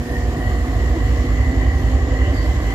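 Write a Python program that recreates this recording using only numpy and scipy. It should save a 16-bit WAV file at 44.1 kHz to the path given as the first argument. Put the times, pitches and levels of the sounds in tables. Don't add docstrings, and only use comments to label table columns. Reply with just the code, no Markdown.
import sys
import numpy as np
from scipy import signal
from scipy.fft import rfft, irfft
from scipy.io import wavfile
from scipy.ndimage import uniform_filter1d

SR = 44100
rng = np.random.default_rng(int(sys.argv[2]) if len(sys.argv) > 2 else 0)


def how_loud(loudness_db):
    steps = np.asarray(loudness_db, float) / 20
    return 10 ** steps


def store_pcm(level_fs):
    pcm = np.round(np.clip(level_fs, -1, 1) * 32767).astype(np.int16)
    wavfile.write(sys.argv[1], SR, np.atleast_2d(pcm).T)


N = 120834


def evened(x):
    return x / np.sqrt(np.mean(x ** 2) + 1e-20)


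def read(points, hz):
    f, value = np.transpose(points)
    return np.interp(np.log(hz + 1), np.log(f + 1), value)


def curve(points):
    s, value = np.transpose(points)
    return np.interp(np.arange(N) / SR, s, value)


def drift(hz):
    t = np.arange(0, N / SR, 1 / 400)
    slow = np.zeros(len(t))
    for f in np.geomspace(hz / 12, hz, 12):
        slow += np.sin(2 * np.pi * (f * t + rng.random())) / np.sqrt(f)
    return np.interp(np.arange(N) / SR, t, evened(slow))


def resonate(x, hz, width):
    turn = np.exp(2j * np.pi * np.cumsum(hz * np.ones(N)) / SR)
    r = np.exp(-np.pi * width / SR)
    return evened((turn * signal.lfilter([1], [1, -2 * r, r * r], x / turn)).real)


def air_noise():
    # frequency [Hz], left-right likeness [0-1]
    likeness = [(60, 0.97), (180, 1), (550, 0.88), (850, .75), (1150, 0.65), (1800, 0.55), (2300, .2),
                (5000, 0.028)]
    a, b = rfft(rng.standard_normal((2, N)))
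    same = np.clip(read(likeness, np.fft.rfftfreq(N, 1 / SR)), -1, 1)
    return irfft([a, same * a + np.sqrt(1 - same ** 2) * b], N)


def wash(spectrum, db, patchy_db):
    hz, t, z = signal.stft(air_noise(), SR, nperseg=2048, noverlap=1536)
    patches = rng.standard_normal((len(t), len(hz)))
    patches = uniform_filter1d(uniform_filter1d(patches, 5, 0), 20, 1)
    patches = evened(patches).T
    inside = (hz >= spectrum[0][0]) & (hz <= spectrum[-1][0])
    colour_db = read(spectrum, hz)[:, None] + patchy_db * patches
    z = z * how_loud(colour_db) * inside[:, None]
    noise = signal.istft(z, SR, nperseg=2048, noverlap=1536)[1][:, :N]
    return how_loud(db) * evened(noise)


def throb(cycles):
    return np.cos(2 * np.pi * (cycles - 510 / 720))


def struck(blows, ring_cycles):
    t = np.arange(N) / SR
    out = np.zeros(N)
    for s, hz, db in blows:
        bump = np.exp(-((t - s) * hz / ring_cycles) ** 2)
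        out += how_loud(db) * np.sqrt(2) * bump * np.cos(2 * np.pi * hz * (t - s))
    return out


def air_leak():
    # frequency [Hz], density [dB per Hz]
    hiss_spectrum = [(8000, -5.5), (9740, -9), (11900, -6.5), (14000, -11), (16500, -23)]
    # time [s], leak level [dB]
    leak_db = [(0, 1), (.1, 4.5), (.2, 2.5), (1.2, 0.5), (2.3, -2), (2.36, 0.5), (2.74, 3)]
    return wash(hiss_spectrum, -57.5, patchy_db=1.0) * how_loud(curve(leak_db) + 1.1 * drift(17))


def turbulence(load_db):
    # frequency [Hz], density [dB per Hz]
    thrum_spectrum = [(38, -14), (47, -1), (100, -1), (125, -6)]
    rumble_spectrum = [(125, -3), (205, -15.5), (255, -6.5), (340, -9.5), (460, -16.5), (780, -15.5)]
    roar_spectrum = [(780, -4), (860, -9), (1130, -12.5), (1360, -15.5), (1930, -8), (2470, -17),
                     (7400, -24), (8000, -29)]
    thrum = wash(thrum_spectrum, -30, patchy_db=0.5) * how_loud(0.56 * load_db)
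    rumble = wash(rumble_spectrum, -28.5, patchy_db=-1.0) * how_loud(0.27 * load_db)
    roar = wash(roar_spectrum, -39.5, patchy_db=1.35) * how_loud(0.085 * load_db + 0.5 * drift(6.74))
    return thrum + rumble + roar


def brake_squeaks():
    # start [s], length [s], from [Hz], to [Hz], width [Hz], level [dB]
    rubs = [(0, .7, 150, 151, 4, -39), (.62, .62, 672, 688, 8, -42), (1.082, .16, 5400, 5900, 202, -54),
            (1.75, .35, 528, 535, 10, -42), (1.96, 0.12, 400, 420, 30, -36),
            (2.075, 0.08, 495, 525, 30, -30), (2.17, .12, 350, 430, 60, -34),
            (2.19, 0.15, 2800, 3100, 350, -41), (2.22, .1, 575, 600, 30, -37),
            (2.33, 0.145, 4740, 4800, 90, -47), (2.34, 0.15, 625, 605, 35, -36),
            (2.35, 0.1, 4350, 4750, 150, -47), (2.63, .11, 3000, 3100, 350, -46)]
    t, out = np.arange(N) / SR, np.zeros((2, N))
    for start_s, length_s, from_hz, to_hz, width_hz, db in rubs:
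        u = np.clip((t - start_s) / length_s, 0, 1)
        pitch_hz = from_hz + (to_hz - from_hz) * u
        out += how_loud(db) * np.sin(np.pi * u) ** 0.5 * resonate(air_noise(), pitch_hz, width_hz)
    return out


def blower():
    # pitch [Hz], level [dB]
    blower_tones = [
        (482.4, -39.5),
        (964.3, -58),
    ]
    t = np.arange(N) / SR
    out = np.zeros(N)
    for hz, db in blower_tones:
        out += how_loud(db + 1.35 * drift(6.9)) * np.sin(2 * np.pi * hz * t + 0.18 * drift(6.4))
    return np.sqrt(2) * out


def machine_hum():
    # time [s], pitch [Hz], level of each multiple [dB] (three columns)
    hum_points = [(0, 240, -33, -42.5, -63), (.4, 240.6, -36, -37.5, -54), (.75, 243, -35.5, -40.5, -58),
                  (.9, 244.5, -36.5, -50, -60), (1.071, 248, -41, -39.5, -66),
                  (1.251, 251, -29.5, -56, -68), (1.45, 255, -32, -41.5, -61), (1.649, 262, -34, -41, -60),
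                  (2.0, 262, -29.5, -44, -58), (2.3, 259.5, -32.5, -45.5, -51),
                  (2.48, 258.5, -34, -50, -51), (2.74, 262.5, -35, -38, -52)]
    multiples = [1, 3, 6]
    s, *columns = np.transpose(hum_points)
    pitch_hz, *level_db = [np.interp(np.arange(N) / SR, s, column) for column in columns]
    turns = np.cumsum(pitch_hz) / SR
    hum = np.zeros(N)
    for k, db in zip(multiples, level_db):
        hum += how_loud(db + 0.46 * drift(6.67)) * np.sin(2 * np.pi * k * turns + 0.25 * drift(8.3))
    fuzz = how_loud(-41) * resonate(air_noise(), pitch_hz, 30)
    return np.sqrt(2) * hum + fuzz


def panels(cycles):
    # pitch [Hz], width [Hz], level [dB], throb depth [dB]
    panel_modes = [(1085, 300, -41, 0.5), (1766, 294, -45, 1), (3004, 540, -49.5, 1.5),
                   (4310, 240, -57.5, 2), (7110, 530, -56, 1.6), (11650, 900, -67.5, 2.2)]
    jolt = 1 + 0.27 * np.cos(2 * np.pi * 16 * cycles)
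    out = np.zeros((2, N))
    for hz, width_hz, db, throb_db in panel_modes:
        swell = throb(cycles) + 0.67 * drift(14)
        clatter = jolt * air_noise()
        ringing = resonate(clatter, hz * (1 + 0.013 * drift(4.06)), width_hz)
        out += how_loud(db + throb_db * swell) * ringing
    return out


def turbo(cycles):
    # time [s], pitch [Hz]
    whistle_pitch = [(0, 1842), (.6, 1942), (1.5, 1977), (2.1, 1935), (2.74, 1990)]
    # time [s], level [dB]
    whistle_level = [(0, -6), (.17, 4), (.3, -4.5), (.45, 1), (.65, -5), (.85, -1), (1.0, -4), (1.25, -2.5),
                     (1.42, 3.5), (1.55, -2.5), (1.68, 4), (1.8, -3), (1.9, -3), (2.05, -4), (2.22, 1.5),
                     (2.45, -1.5), (2.62, -4), (2.74, 1.5)]
    swell = throb(cycles) + 0.5 * drift(5.61)
    pitch_hz = curve(whistle_pitch) * (1 + 0.0048 * drift(4.86))
    whistle = resonate(air_noise(), pitch_hz, 150)
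    return how_loud(-35.5 + curve(whistle_level) + 0.5 * swell) * whistle


def knock(cycles, rate):
    # pitch [Hz], width [Hz], level [dB]
    block_modes = [
        (283, 53, -9.5),
        (330, 54, -4),
    ]
    knock_deg, burst_s = 224, 0.016
    since_s = ((cycles - knock_deg / 720 + 0.5) % 1 - 0.5) / rate
    burst = np.exp(-(since_s / burst_s) ** 2) * how_loud(3.8 * drift(1.9))
    block = sum(how_loud(db) * resonate(air_noise(), hz, width_hz) for hz, width_hz, db in block_modes)
    return how_loud(-34.5) * burst * block


def block_raps():
    # time [s], pitch [Hz], level [dB]
    raps = [(.12, 270, -29), (.39, 268, -25), (.70, 264, -25.5), (.965, 320, -25), (1.25, 285, -29),
            (1.535, 271, -22), (1.81, 290, -29), (2.075, 282, -27), (2.345, 267, -22), (2.615, 295, -28)]
    return struck(raps, ring_cycles=4.77)


def hard_firings():
    # time [s], pitch [Hz], level [dB]
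    thuds = [
        (0.479, 98, -20),
        (.772, 102, -21),
        (1.06, 100, -25),
        (1.41, 96, -21),
    ]
    return struck(thuds, ring_cycles=2.9)


def exhaust(cycles):
    # firing crank angle [deg of 720], strength at four stages of the climb [dB]
    firing = [(-39.4, -50.0, -49.0, -62.0, -62.0), (27.1, -62.0, -62.0, -50.0, -49.0),
              (53.3, -56.0, -41.0, -45.0, -46.0), (100.6, -62.0, -49.0, -45.0, -45.0),
              (157.2, -55.0, -62.0, -61.0, -62.0), (218.9, -58.0, -62.0, -51.0, -50.0),
              (235.9, -50.0, -47.0, -56.0, -62.0), (272.8, -58.0, -60.0, -53.0, -49.0),
              (324.6, -61.0, -45.0, -42.0, -43.0), (373.9, -55.0, -47.0, -46.0, -48.0),
              (420.9, -46.0, -44.0, -44.0, -46.0), (471.8, -62.0, -59.0, -48.0, -53.0),
              (518.4, -55.0, -46.0, -50.0, -49.0), (553.8, -48.0, -49.0, -48.0, -48.0),
              (600.9, -53.0, -47.0, -41.0, -42.0), (649.3, -49.0, -52.0, -62.0, -62.0)]
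    stages_s = [.2, .9, 1.6, 2.4]
    cut_hz, stack_hz, stack_damp, cycle_hz = 30, 68.6, 0.2, 3.6
    angle, *stage_db = np.transpose(firing)
    strength = how_loud(np.array(stage_db))
    stage = np.array([curve(list(zip(stages_s, on))) for on in np.eye(len(stages_s))])
    out = np.zeros(N)
    for k in range(10, 42):
        s = 1j * k * cycle_hz
        low = cut_hz / s
        bass_cut = 1 / (1 + 1.2 * low + low ** 2) ** 2
        stack = bass_cut / (1 + stack_damp * s / stack_hz + (s / stack_hz) ** 2)
        puffs = strength @ np.exp(-2j * np.pi * k * angle / 720) @ stage
        out += (stack * puffs * np.exp(2j * np.pi * k * cycles)).real
    return how_loud(0.8 + 0.2 * drift(3.76)) * out


def scene():
    # time [s], four-stroke cycles per second [Hz]
    engine_speed = [(0.0, 3.3778), (0.5, 3.4115), (0.9, 3.4761), (1.3, 3.5693), (1.7, 3.7037),
                    (2.1, 3.6828), (2.74, 3.6115)]
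    # time [s], engine load [dB]
    engine_load = [(0, -5.5), (.5, 0), (1.3, 0.5), (2.0, 0.6), (2.74, 1.5)]
    rate, load_db = curve(engine_speed), curve(engine_load)
    cycles = np.cumsum(rate) / SR
    air = turbulence(load_db) + air_leak()
    machinery = (panels(cycles) + turbo(cycles) + knock(cycles, rate)) * how_loud(0.93 * load_db)
    tones = blower() + machine_hum()
    blows = block_raps() + hard_firings()
    return air + brake_squeaks() + tones + machinery + blows + exhaust(cycles)


def band_limit(x):
    return signal.sosfilt(signal.butter(12, 15680, fs=SR, output="sos"), x)


def record(dry):
    # frequency [Hz], left minus right [dB]
    lean = [(60, -3), (130, 0), (290, -2.5), (800, 1.5), (1820, 0), (2050, 1.5), (6820, -9), (15000, -9)]
    lag_s, mic_cut_hz = 0.00015, 41
    long = np.pad(dry, ((0, 0), (4096, 4096)), "reflect")
    hz = np.fft.rfftfreq(long.shape[1], 1 / SR)
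    side = np.array([[0.5], [-0.5]])
    colour = how_loud(side * read(lean, hz))
    delay = np.exp(-2j * np.pi * hz * lag_s * side)
    bass_cut = 1 / (1 + (mic_cut_hz / (hz + 1)) ** 8)
    heard = irfft(rfft(long) * colour * delay * bass_cut, long.shape[1])[:, 4096:-4096]
    return band_limit(heard)


dry = scene()
out = record(dry)
store_pcm(out)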